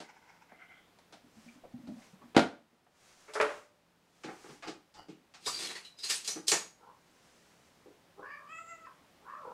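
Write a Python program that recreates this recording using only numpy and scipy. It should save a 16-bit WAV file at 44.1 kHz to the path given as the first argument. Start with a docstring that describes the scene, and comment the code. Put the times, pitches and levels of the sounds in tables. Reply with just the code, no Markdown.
"""Two plastic pet carriers are set down in a small room: a big one lands with a hollow bang, a smaller one with a knock.
Its handle drops and its wire top door is unlatched, scraped and swung open. Each blow mixes noise and fading tones;
rubbing is a stream of tiny clicks or noise. A cat close by chirps, gives a meow that starts hoarse and turns clear,
then starts a raspy second one, all built from harmonics. Quiet room air and a faint fan hum lie beneath.
The bang pushes the recorder's gain down, and it creeps back up."""
import sys
import numpy as np
from scipy import signal
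from scipy.fft import rfft, irfft
from scipy.io import wavfile
from scipy.ndimage import uniform_filter1d

SR = 44100
rng = np.random.default_rng(int(sys.argv[2]) if len(sys.argv) > 2 else 0)


def store_pcm(level_fs):
    """Save levels as 16-bit WAV."""
    pcm = np.round(np.clip(level_fs, -1, 1) * 32767).astype(np.int16)
    wavfile.write(sys.argv[1], SR, np.atleast_2d(pcm).T)


N = 420273
TIME = np.arange(N) / SR

# All levels are those before the room and the recorder's gain. each carrier lands with a blow, then bounces and
# lands again [t/s, level/dB, bass/dB, treble/dB, build-up/s]
BIG_LANDING = [(2.3652, -13, 3, 4, .0006), (2.3755, -18, -10, -0.5, 0.0012), (2.3925, -23.5, -3, 3, 0.0012),
               (2.421, -36.5, -10.5, 0.5, 0.0021)]
SMALL_LANDING = [(3.3995, -22.5, 4.5, -10, 0.0014), (3.4115, -25.5, -13.5, 0.5, 0.0011),
                 (3.4245, -30, -2, -2, 0.0011)]
# light knocks on the big carrier [t/s, level/dB, bass/dB, treble/dB, build-up/s]
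BIG_KNOCKS = [(0.002, -47.5, -4.5, 13, 0.0036), (0.52, -56.5, -13, -29, .0008),
              (0.987, -66, -29, 13, 0.00022), (1.124, -55.5, -13, 12, 0.0054),
              (1.642, -63.5, -2, -22, .002), (1.872, -53, 8.5, 9, .003), (2.213, -63, 2.5, -13.5, .006),
              (2.347, -35, -3, -5, .005), (2.728, -66, 3, -3, .003), (2.865, -64, -22, -18, .003)]
# light knocks on the small carrier, and its handle and lid knocking on the shell
# [t/s, level/dB, bass/dB, treble/dB]
SMALL_KNOCKS = [(3.280, -49, 4, -3), (3.336, -41.5, -16, 20), (3.353, -30.5, -1, -29),
                (3.492, -40.5, 1.5, -5)]
HANDLE_KNOCKS = [(4.236, -44.5, -20, 2.5), (4.244, -41.5, 13, -15), (4.283, -42.5, 1, -20),
                 (4.443, -50.5, 0, -18), (4.488, -49.5, 10, 1), (4.624, -44.5, -23, -1), (4.673, -38, 4, 7),
                 (4.941, -58.5, -12, 13), (5.085, -45.5, 18, 7.5), (5.339, -53.5, -45, 7.5),
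                 (6.357, -42.5, 8.5, -10)]
# clacks of the latch and wire door [t/s, level/dB, treble/dB, build-up/s, shaken shell level/dB,
# struck wire level/dB, its lower ring f/Hz, its upper ring f/Hz]
CLACKS = [(5.461, -36, 13, 0.0087, -41, -38.5, 3800, 4900),
          (5.596, -46.5, 20, .002, -49, -46.5, 3540, 4690), (5.636, -57, -4, 0.0018, -49, -50, 3870, 4340),
          (5.695, -51, -9, .004, -46.5, -51, 2020, 4000), (5.752, -48, -7, 0.0069, -51.5, -47, 1940, 4350),
          (5.849, -56.5, -2, 0.0016, -82, -55, 3000, 4035), (5.987, -55, 3, 0.0036, -71, -52, 3900, 4940),
          (6.034, -40, 2.5, 0.0087, -58, -38, 4220, 4960), (6.096, -30, 3, 0.0054, -48.5, -49, 3830, 4270),
          (6.245, -45, 3, 0.0036, -69.5, -56, 4470, 6630), (6.276, -35, 11, 0.0022, -47, -40.5, 5980, 6800),
          (6.481, -27, 11.5, 0.0014, -49.5, -40, 3140, 4670),
          (6.5173, -29.5, 0, 0.000193, -30, -31, 5920, 7200)]
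# soft thumps of footsteps and of the swinging load [t/s, level/dB, f/Hz]
THUMPS = [(1.135, -64, 254), (1.239, -61, 252), (1.368, -58, 220), (1.461, -55.5, 235), (1.556, -59, 253),
          (1.737, -45.5, 247), (1.786, -51, 263.6), (1.832, -52.5, 236), (1.884, -43.5, 253),
          (1.912, -45, 249.4), (1.958, -54, 227), (2.127, -60, 191), (2.237, -57.5, 241)]
# swishes of clothing; the wire door scraping in its frame; the load in the big carrier sliding
# back, then forth; the handle creaking [peak t/s, level/dB, rise/s, fall/s]
SWISHES = [(1.45, -66, 0.13, 0.13), (2.08, -66.5, 0.18, 0.055), (3.08, -60, 0.11, 0.3),
           (3.53, -57.5, 0.22, 0.11), (4.5, -56.5, 0.27, 0.11), (7.35, -69, 0.36, 0.52)]
SCRAPES = [(5.53, -46, 0.079, 0.078), (5.64, -41, 0.05, 0.09), (6.19, -57.5, 0.026, 0.086)]
SLIDES = [(.25, -58.5, 0.32, 0.19), (.64, -59, 0.14, 0.18)]
CREAKS = [(4.65, -47.5, 0.01, 0.066), (4.986, -50, 0.029, 0.052)]
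# a resonance that rises as the load slides forth [t/s, level/dB, f/Hz]
SLIDE_RING = [(.56, -78, 2830), (.64, -75, 2980), (.78, -73, 3200), (.9, -84, 3500)]
# the plastic squeaks; single wires sing as the bolt and door rub along them
# [peak t/s, level/dB, f/Hz, rise/s, fall/s]
PLASTIC_SQUEAKS = [(1.484, -58, 2380, 0.0042, 0.017), (1.643, -52, 606, 0.0068, 0.021),
                   (1.885, -66, 670, 0.022, 0.04), (1.995, -65, 734, .01, .035),
                   (2.018, -66.5, 2200, .004, 0.033), (2.22, -60.5, 1098, .006, .03),
                   (3.29, -53, 2140, 0.0037, 0.05), (5.09, -67, 2840, 0.0044, 0.063),
                   (5.475, -37, 1170, .004, 0.033)]
WIRE_SQUEALS = [(5.461, -40, 3690, 0.0067, 0.012), (5.474, -46, 4960, .008, .016),
                (5.53, -43.5, 4720, 0.046, 0.083), (5.52, -51, 5250, .04, .05),
                (5.615, -51, 4890, .03, .03), (5.63, -48, 3521, 0.04, .03), (5.645, -44, 4300, .015, 0.032),
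                (5.7, -45.5, 3950, 0.032, 0.042), (5.86, -53.5, 3960, 0.013, 0.056),
                (6.028, -49.5, 4990, 0.037, .012), (6.055, -42, 4270, .012, .025),
                (6.11, -44.5, 1818, 0.013, 0.045), (6.17, -48.5, 8930, .03, .03),
                (6.3, -52, 6700, .04, 0.043), (6.315, -46.5, 6060, .025, 0.042)]
# short chirps [t/s, length/s, starting level/dB, starting f/Hz, hoarseness/0-1, mouth opening/0-1]
CHIRPS = [(6.804, 0.079, -60, 486, 0.75, 0.33), (6.867, 0.062, -57, 502.5, 0.9, 0.32),
          (7.858, 0.035, -49.5, 408.5, 0.92, 0)]
# the course of each meow [t/s, level/dB, f/Hz, hoarseness/about 0-1, mouth opening/0-1]
LONG_MEOW = [(8.16, -66, 367, 0.6, 0), (8.2, -55.5, 424.6, 1.03, 0.13), (8.25, -52, 574.5, 0.74, 0.6),
             (8.34, -50.5, 591, 0.58, 0.65), (8.44, -61, 586.5, 0.75, 0.45), (8.485, -55.5, 576, 0.4, 0.7),
             (8.508, -50.5, 642, 0.07, 0.97), (8.58, -47, 662, 0.1, 0.73), (8.6, -57, 671, .15, 0.66),
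             (8.64, -67, 664, 0.12, 0.5), (8.67, -56, 671, 0.18, 0.66), (8.715, -51.5, 673.3, 0.14, 0.62),
             (8.80, -66, 647.6, 0.18, 0.61), (8.838, -59.5, 672, 0.36, 0.57), (8.86, -57, 600, 0.99, 0.66),
             (8.895, -68, 566, 0.7, 0.4), (8.935, -73, 538, 0.6, 0.67)]
RASPY_MEOW = [(9.19, -66, 370, 0.87, 0), (9.23, -64.5, 412, 0.83, 0.15), (9.29, -54, 581.5, 0.79, .6),
              (9.37, -51.5, 591.4, 0.6, 0.53), (9.42, -55.5, 578, 0.73, 0.4), (9.46, -50, 482, 0.94, 0.19),
              (9.55, -57, 431, 0.88, 0.27)]
# the voice brightens as the mouth opens
# [opening/0-1, first resonance f/Hz, second resonance f/Hz, third resonance level/dB]
MOUTH = [(0, 400, 920, -35), (.33, 920, 1300, -48.5), (0.662, 1170, 1830, -5.5), (1, 1355, 2080, 8.5)]
# modes, the tones each object rings with [f/Hz, level/dB, time to fade by 60 dB/s]
BIG_MODES = [(207, 0, .18), (120, -16, .25), (172, -6, .2), (250, -1, .23), (318, -5, .16), (340, -1, .15),
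             (469, 0, .17), (578, 2, .16), (603, -2, .13), (714, 0, .16), (785, -1, .17), (850, -7, .19),
             (1195, -10, .12), (1338, -10, .18), (1415, -11, .21), (1545, -14, .22), (1900, -17, .22)]
SMALL_MODES = [(433, -3, .3), (574, -1, .34), (590, -3, .48), (606, -1, .33), (894, -7, .18),
               (1163, -10, .26), (1225, -9, .38), (1319, -2, .2), (1443, -11, .28), (1717, -11, .23),
               (1870, -14, .3), (2336, -12, .18)]
HANDLE_MODES = [(272, -22, .3), (317.4, 7.5, 0.19), (414, 7.5, 0.08), (483.5, 6.5, 0.23), (825, -6.5, 0.32),
                (1228, -5.5, 0.46), (1400, -16, 0.21), (1850, -9.5, 0.22), (2185, 4, 0.087),
                (2470, -4, 0.24), (2590, 1, 0.072), (3800, -14.5, 0.172), (4770, -7, 0.129)]
WIRE_MODES = [(2420, -9, 0.17), (3390, 2, 0.16), (3800, -9, 0.098), (4130, 7, 0.17), (4370, -4.5, 0.13),
              (4770, 5, 0.16), (5150, 4, 0.16), (5230, -21.5, 0.14), (5800, -19, .093), (6050, -6, 0.26),
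              (6660, -1, 0.34), (7700, -1.5, 0.25), (8330, 1, 0.22)]
SHELL_MODES = [(336, -6.5, 0.27), (407, 9.5, 0.072), (462, 3.5, 0.094), (718, -20, 0.18), (1766, -8, .23),
               (1830, -6, .2), (2243, -16.5, 0.22), (2240, -5, 0.12)]  # the shell around the latch
CREAK_MODES = [(312, -8, 0.14), (870, 3, 0.045), (1038, -6, 0.018), (1335, -0.5, 0.0075),
               (1890, -8.5, 0.011), (2940, -4.5, 0.021), (4700, -2.5, 0.0065)]
# modes of a thump [multiple of its f, level/dB, time to fade by 60 dB/s]
THUMP_MODES = [(.5, -14.5, .08), (.8, -9, .07), (1, 0, 0.14), (1.17, -15, 0.14), (2.399, -20.5, 0.074),
               (2.75, -22.5, 0.093), (3.2, -23.5, 0.09)]
# colour of the dense higher modes, of rubbing and of the room's hiss [f/Hz, level per Hz/dB]
BIG_COLOUR = [(24, -65.5), (40, -34.5), (91, -14), (135, -19.5), (244, 3.5), (466, -5), (520, -9),
              (740, -5.5), (1040, -15), (1400, -13.5), (1920, -16.5), (4200, -25), (6620, -35),
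              (11400, -46.5), (12900, -87), (15000, -99)]
SMALL_COLOUR = [(47, -95), (80, -29), (184, -34), (304, -13), (355, -15), (423, -4.5), (515, -8), (587, -5),
                (747, -11), (1290, -8), (2400, -16), (4030, -26), (10600, -38.5), (15000, -77)]
HANDLE_COLOUR = [(47, -51.5), (80, -30), (161, -6), (239, -5.5), (298, 3.5), (641, -7.5), (852, 1.5),
                 (930, -12), (1180, -5), (4910, -18), (7780, -25), (15000, -58.5)]
WIRE_COLOUR = [(88, -67.5), (150, -9.5), (388, -3), (643, -18), (827, -15.5), (1480, -12), (1800, -9),
               (2180, -8), (2600, -4), (3350, -7.5), (4750, -4.5), (9730, -12), (14100, -29.5),
               (15500, -70)]
SHELL_COLOUR = [(47, -48), (100, -24), (190, -6.5), (260, -8.5), (390, -4), (560, -7.5), (720, -6.5),
                (950, -8), (1400, -10), (2200, -10.5), (3300, -25), (7800, -25), (15000, -75)]
CLOTH_COLOUR = [(200, -1), (700, 2.5), (2000, 0.5), (3500, -3.5), (6000, -1), (9000, -7), (14000, -22)]
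HISS_COLOUR = [(15, -43), (25, -12), (140, -4.5), (169, -2.5), (359, -4), (389, -7), (421, -5), (970, -8),
               (1170, -10), (1900, -12.5), (3090, -15.5), (5430, -20), (6050, -21.5), (15500, -30)]
# one such list for the slide back, one for the slide forth [f/Hz, level per Hz/dB]
SLIDE_COLOURS = [
    [(180, -54), (300, -26), (506, -23), (900, 2.5), (1190, -15.5), (1500, -2.5), (1770, -15), (2140, -5),
     (3190, -24), (4310, -27), (5370, -18), (8000, -30), (10400, -65)],
    [(180, -65), (300, -26), (441, -28), (564, -20), (723, 6), (938, -15), (1500, 4.5), (1810, -9),
     (2080, 10.5), (2670, -17), (3060, -17), (5230, -35), (8000, -38), (10400, -64)],
]


def undb(db):
    """Turn decibels into a gain."""
    return 10 ** (np.asarray(db) / 20)


def unit(x):
    """Scale a sound to an average (rms) strength of one."""
    return x / np.sqrt(np.mean(x ** 2) + 1e-18)


def swell(s, db, rise_s, fall_s, t=TIME):
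    """Gain of one stroke of movement: it grows to a peak and dies away."""
    distance = np.maximum((s - t) / rise_s, (t - s) / fall_s)
    return undb(db) * np.exp(-np.minimum(distance ** 2, 20))


def swells(table):
    """Gain of all strokes in a table together."""
    return sum(swell(*row) for row in table)


def add(track, s, sound):
    """Mix a sound into a track at a time in seconds."""
    start = max(int(s * SR), 0)
    track[start:start + len(sound)] += sound[:N - start]


def add_blow(track, s, db, sound):
    """Mix in a blow whose level is that of its first 30 ms."""
    add(track, s, undb(db) * sound / np.std(sound[:int(.03 * SR)]))


def colour(x, points):
    """Filter to a (Hz, dB) spectrum without sounding early, by way of the cepstrum."""
    size = 4096
    hz, db = np.transpose(points)
    grid = np.maximum(np.fft.rfftfreq(size, 1 / SR), 1)
    cepstrum = irfft(np.log(undb(np.interp(np.log(grid), np.log(hz), db))))
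    # folding the second half onto the first puts the response after the input
    cepstrum[1:size // 2] *= 2
    cepstrum[size // 2 + 1:] = 0
    return signal.fftconvolve(x, irfft(np.exp(rfft(cepstrum))))[:len(x)]


def fade(t, t60):
    """Exponential decay by 60 dB in t60 seconds."""
    return np.exp(-np.log(1000) * t / t60)


def wander(rate, t=TIME):
    """Smooth chance with a strength of one, changing about rate times a second."""
    steps = rng.standard_normal(int(N / SR * rate) + 2)
    return unit(np.interp(t * rate, np.arange(len(steps)), steps))


def resonate(x, hz, t60):
    """One mode driven by a force."""
    pole = np.exp(2j * np.pi * hz / SR) * fade(1 / SR, t60)
    return signal.lfilter([1], [1, -pole], x).imag


def peak(hz, centre_hz, width_hz):
    """Gain of a steep-sided resonance."""
    return (1 + ((hz - centre_hz) / width_hz) ** 2) ** -2


def ring(modes, t, detune=.002, scatter_db=4.5):
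    """Decaying modes; each contact point excites them a little differently."""
    chance = rng.standard_normal((len(modes), 3))
    total = 0
    for (hz, db, t60), (louder, sharper, side) in zip(modes, chance):
        gain = undb(db + scatter_db * louder) * np.sign(side)
        total = total + gain * fade(t, t60) * np.sin(2 * np.pi * hz * (1 + detune * sharper) * t)
    return total


def slips(rate, spread_db, uneven_db):
    """Friction: a stream of tiny slips of unequal size, coming in spurts."""
    clicks = (rng.random(N) < rate / SR) * rng.choice([-1, 1], N)
    return unit(clicks * undb(spread_db * rng.standard_normal(N) + uneven_db * wander(40)))


def room(x, wet_db, t60=0.32, gap_s=0.003):
    """Direct sound and the short, dull tail of a small furnished room."""
    t = TIME[:SR // 2]
    noise = rng.standard_normal(len(t)) * fade(t, t60) * (t > gap_s)
    tail = colour(noise, [(200, -0.5), (4000, -4), (12000, -4.0)])
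    wet = signal.fftconvolve(x, tail / np.sqrt(np.sum(tail ** 2)))[:N]
    return (x + undb(wet_db) * wet) / np.sqrt(1 + undb(2 * wet_db))


def hiss(air_db=-67.5, hum_hz=172, hum_db=-11):
    """Quiet, steady room air as coloured noise, with a faint fan hum that wavers in level."""
    air = unit(colour(rng.standard_normal(N), HISS_COLOUR))
    hum = np.sin(2 * np.pi * hum_hz * TIME) * undb(hum_db + 2 * wander(5.5))
    return (air + hum) * undb(air_db)  # the hum is set relative to the air


def clothing():
    """Countless fibres blur into a smooth swish."""
    cloth = unit(colour(rng.standard_normal(N), CLOTH_COLOUR)) * undb(wander(24))
    return cloth * swells(SWISHES)


def thumps(push_s=.008):
    """Soft, slow pushes that wake only the low modes, each at its own pitch."""
    track, t = np.zeros(N), np.arange(int(.4 * SR)) / SR
    for s, db, pitch in THUMPS:
        modes = [(pitch * multiple, *rest) for multiple, *rest in THUMP_MODES]
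        add_blow(track, s, db, ring(modes, t) * (1 - np.exp(-t / push_s)))
    return track


def call(curve, bright_db, leak_db, jitter=0.096, shimmer_db=5.0, second_db=-2, reflection_db=3):
    """Vocal folds that flutter when hoarse, heard through a mouth that opens and closes."""
    s, *columns = np.transpose(curve)
    sounding = (TIME > s[0]) & (TIME < s[-1])
    t = TIME[sounding]
    db, pitch, hoarse, opening = (np.interp(t, s, c) for c in columns)
    openings, *mouth = np.transpose(MOUTH)
    first, second, third_db = (np.interp(opening, openings, c) for c in mouth)
    pitch = pitch * (1 + jitter * hoarse * wander(300, t) + 0.0064 * wander(70, t))
    phase = 2 * np.pi * np.cumsum(pitch) / SR
    clear = np.clip(1 - 2 * hoarse, 0, 1)
    voice, power = 0, 0
    for k in np.arange(1, 14):  # harmonics
        hz = k * pitch
        upper = undb(second_db) * peak(hz, second, 224) + undb(third_db) * peak(hz, 2360, 480)
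        # high throat resonances: a rasp when hoarse, a thin whistle when clear
        upper += undb(third_db - 11.5) * hoarse * peak(hz, 4850, 506)
        upper += undb(-14.5) * clear * peak(hz, 7230, 820)
        leak = undb(leak_db) / k ** 3  # the fundamental leaks through the cheeks
        gain = peak(hz, first, 294) + undb(bright_db) * upper + leak
        # reflections shift the harmonics as the cat walks
        gain = gain * undb(reflection_db * wander(16, t))
        voice = voice + gain * np.sin(k * phase)
        power = power + gain ** 2 / 2
    attack, release = (t - s[0]) / 0.0073, (s[-1] - t) / 0.032  # both times in s
    envelope = np.clip(np.minimum(attack, release), 0, 1)
    level = undb(db + shimmer_db * hoarse * wander(220, t))
    track = np.zeros(N)
    track[sounding] = voice / np.sqrt(power) * envelope * level
    return track


def cat(sag_hz_per_s=404, chirp_fade_db=-0.5):
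    """Short chirps whose voice sags in pitch and level, then the two meows."""
    track = np.zeros(N)
    for s, length, db, hz, hoarse, opening in CHIRPS:
        start = (s, db, hz, hoarse, opening)
        end = (s + length, db + chirp_fade_db, hz - sag_hz_per_s * length, hoarse, opening)
        track += call([start, end], bright_db=-6, leak_db=-14.5)
    meow = call(LONG_MEOW, bright_db=1, leak_db=-19, jitter=.09)
    rasp = call(RASPY_MEOW, bright_db=-7, leak_db=-18, jitter=.1)
    return track + meow + rasp


def squeaks(table, t60):
    """Each stick-slip contact drives one resonance for as long as it lasts."""
    track, force = np.zeros(N), slips(rate=2000, spread_db=3.5, uneven_db=1.5)
    for s, db, hz, rise_s, fall_s in table:
        near = slice(int((s - 3 * rise_s) * SR), int((s + 3 * fall_s) * SR))
        track[near] += unit(resonate(force[near], hz, t60)) * swell(s, db, rise_s, fall_s, TIME[near])
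    return track


def creaks():
    """The handle sticks and slips in its hinge and sounds the hollow lid."""
    force = slips(rate=830, spread_db=1.5, uneven_db=-1)
    lid = unit(sum(undb(db) * unit(resonate(force, hz, t60)) for hz, db, t60 in CREAK_MODES))
    return lid * swells(CREAKS)


def door_scrapes(wire_db=-4, shift_db=4, damping=0.3):
    """The wire door scrapes: the contact damps the wires and wakes now one, now another."""
    chatter = slips(rate=2000, spread_db=3.5, uneven_db=1.5)
    wires = 0
    for hz, db, t60 in WIRE_MODES:
        gain = undb(db + shift_db * wander(22))  # the contact travels along the wires
        wires = wires + gain * resonate(chatter, hz, damping * t60)
    scrape = unit(unit(colour(chatter, WIRE_COLOUR)) + undb(wire_db) * unit(wires))
    return scrape * swells(SCRAPES)


def sliding_ring(width_hz=800):
    """The sliding load rasps in a band of noise that moves with the contact."""
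    s, db, hz = np.transpose(SLIDE_RING)
    phase = 2 * np.pi * np.cumsum(np.interp(TIME, s, hz)) / SR
    rasp = unit(wander(width_hz) * np.sin(phase) + wander(width_hz) * np.cos(phase))
    return rasp * np.interp(TIME, s, undb(db), left=0, right=0)


def sliding_load():
    """The load slides on plastic: tiny slips coloured by each stroke, plus the rising rasp."""
    track = sliding_ring()
    for spectrum, stroke in zip(SLIDE_COLOURS, SLIDES):
        friction = slips(rate=3500, spread_db=1.5, uneven_db=4.5)
        track += unit(colour(friction, spectrum)) * swell(*stroke)
    return track


def struck_wires(ring_s=0.19, rise_s=0.0015, split=.028, lower_db=0.5):
    """Each clack catches another wire, which rings in two clusters of close, beating modes."""
    track, t = np.zeros(N), np.arange(int(.5 * SR)) / SR
    for s, *_, db, lower_hz, upper_hz in CLACKS:
        modes = [(hz * (1 + k * split), share_db - 3 * abs(k), ring_s)
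                 for hz, share_db in [(lower_hz, lower_db), (upper_hz, 0)] for k in range(-2, 3)]
        add_blow(track, s, db, ring(modes, t, detune=.005, scatter_db=3) * (1 - np.exp(-t / rise_s)))
    return track


def blows(table, modes, spectrum, t60, modes_db, crack_db, crack_s, scatter_db, cutoff_hz):
    """Each blow: a short crack, a dense clatter of panel modes and the object's main modes."""
    track, t = np.zeros(N), np.arange(int(.45 * SR)) / SR
    head = t < .03
    # thin panels radiate little deep bass
    radiation = signal.butter(2, cutoff_hz, "high", fs=SR, output="sos")
    for s, db, bass_db, treble_db, rise_s in table:
        build = 1 - np.exp(-t / rise_s)
        # only a sudden contact cracks
        crack = undb(crack_db) * np.exp(-rise_s / 0.0031) * np.exp(-t / crack_s)
        clatter = colour((fade(t, t60) * build + crack) * rng.standard_normal(len(t)), spectrum)
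        tones = ring(modes, t, detune=.002 * scatter_db, scatter_db=scatter_db) * build
        sound = clatter / np.std(clatter[head]) + undb(modes_db) * tones / np.std(tones[head])
        # a flat, heavy contact favours the bass, a hard corner the treble
        sound = colour(sound, [(280, bass_db), (700, 0), (2000, 0), (5000, treble_db)])
        add_blow(track, s, db, signal.sosfilt(radiation, sound))
    return track


def knocks(table, rise_s):
    """Light blows that share one build-up time."""
    return [(*row, rise_s) for row in table]


def wire_door(drag_s=0.013, drag_db=-10.5, drag_rise_s=0.015, bass_db=-15):
    """The bolt drags just before each clack home, and the wires of the door ring."""
    table = []
    for s, db, treble_db, rise_s, *_ in CLACKS:
        table += [(s - drag_s, db + drag_db, bass_db, treble_db, drag_rise_s)]
        table += [(s, db, bass_db, treble_db, rise_s)]
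    return blows(table, WIRE_MODES, WIRE_COLOUR, t60=0.28,
                 modes_db=-6, crack_db=8, crack_s=.002, scatter_db=5, cutoff_hz=260)


def shaken_shell(bass_db=-4.5, treble_db=10.5, rise_s=0.0063):
    """Each clack shakes the plastic around the latch."""
    table = [(s, shell_db, bass_db, treble_db, rise_s) for s, _, _, _, shell_db, *_ in CLACKS]
    return blows(table, SHELL_MODES, SHELL_COLOUR, t60=0.24,
                 modes_db=0.0, crack_db=15.0, crack_s=0.00092, scatter_db=3, cutoff_hz=100)


def handle():
    """The handle and lid knock on the hollow shell."""
    return blows(knocks(HANDLE_KNOCKS, rise_s=0.0046), HANDLE_MODES, HANDLE_COLOUR, t60=0.24,
                 modes_db=-4.5, crack_db=14.0, crack_s=0.00069, scatter_db=1.5, cutoff_hz=45)


def small_carrier():
    """The small plastic box lands on the floor, bounces, and rings."""
    return blows(SMALL_LANDING + knocks(SMALL_KNOCKS, rise_s=0.0053), SMALL_MODES, SMALL_COLOUR, t60=0.33,
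                 modes_db=-4.5, crack_db=12, crack_s=0.0042, scatter_db=1.0, cutoff_hz=58)


def big_carrier():
    """The big plastic box bangs on the floor, and its lower modes sound hollow."""
    return blows(BIG_LANDING + BIG_KNOCKS, BIG_MODES, BIG_COLOUR, t60=0.22,
                 modes_db=-5.5, crack_db=9.5, crack_s=.004, scatter_db=-0.5, cutoff_hz=85)


def scene():
    """Both carriers, the door and the cat in one room."""
    friction = clothing() + sliding_load() + door_scrapes() + creaks()
    friction += squeaks(PLASTIC_SQUEAKS, t60=0.017) + squeaks(WIRE_SQUEALS, t60=0.084)
    hits = thumps() + struck_wires() + wire_door() + shaken_shell() + handle() + small_carrier()
    mix = hiss() + room(cat(), wet_db=-0.5) + room(friction, wet_db=-8)
    mix += room(hits, wet_db=-12.5) + room(big_carrier(), wet_db=-14, t60=0.35)
    return mix[None]


def gain_control(x, ceiling_db=-19, recover_db_per_s=1.1753):
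    """The gain creeps up steadily and drops at once when the sound would pass the ceiling."""
    power = np.abs(uniform_filter1d(x ** 2, size=int(.06 * SR)))
    level_db = 10 * np.log10(power + 1e-12)
    creep_db = recover_db_per_s * TIME
    excess_db = np.minimum(ceiling_db - level_db - creep_db, 0)
    # each drop stays; only the creep brings the gain back
    return x * undb(creep_db + np.minimum.accumulate(excess_db, axis=-1))


def record(dry):
    """The recorder rides its gain and cuts the top above 15.6 kHz."""
    top_cut = signal.ellip(8, .2, 70, 15600, fs=SR, output="sos")
    return signal.sosfilt(top_cut, gain_control(dry))


dry = scene()
out = record(dry)
store_pcm(out)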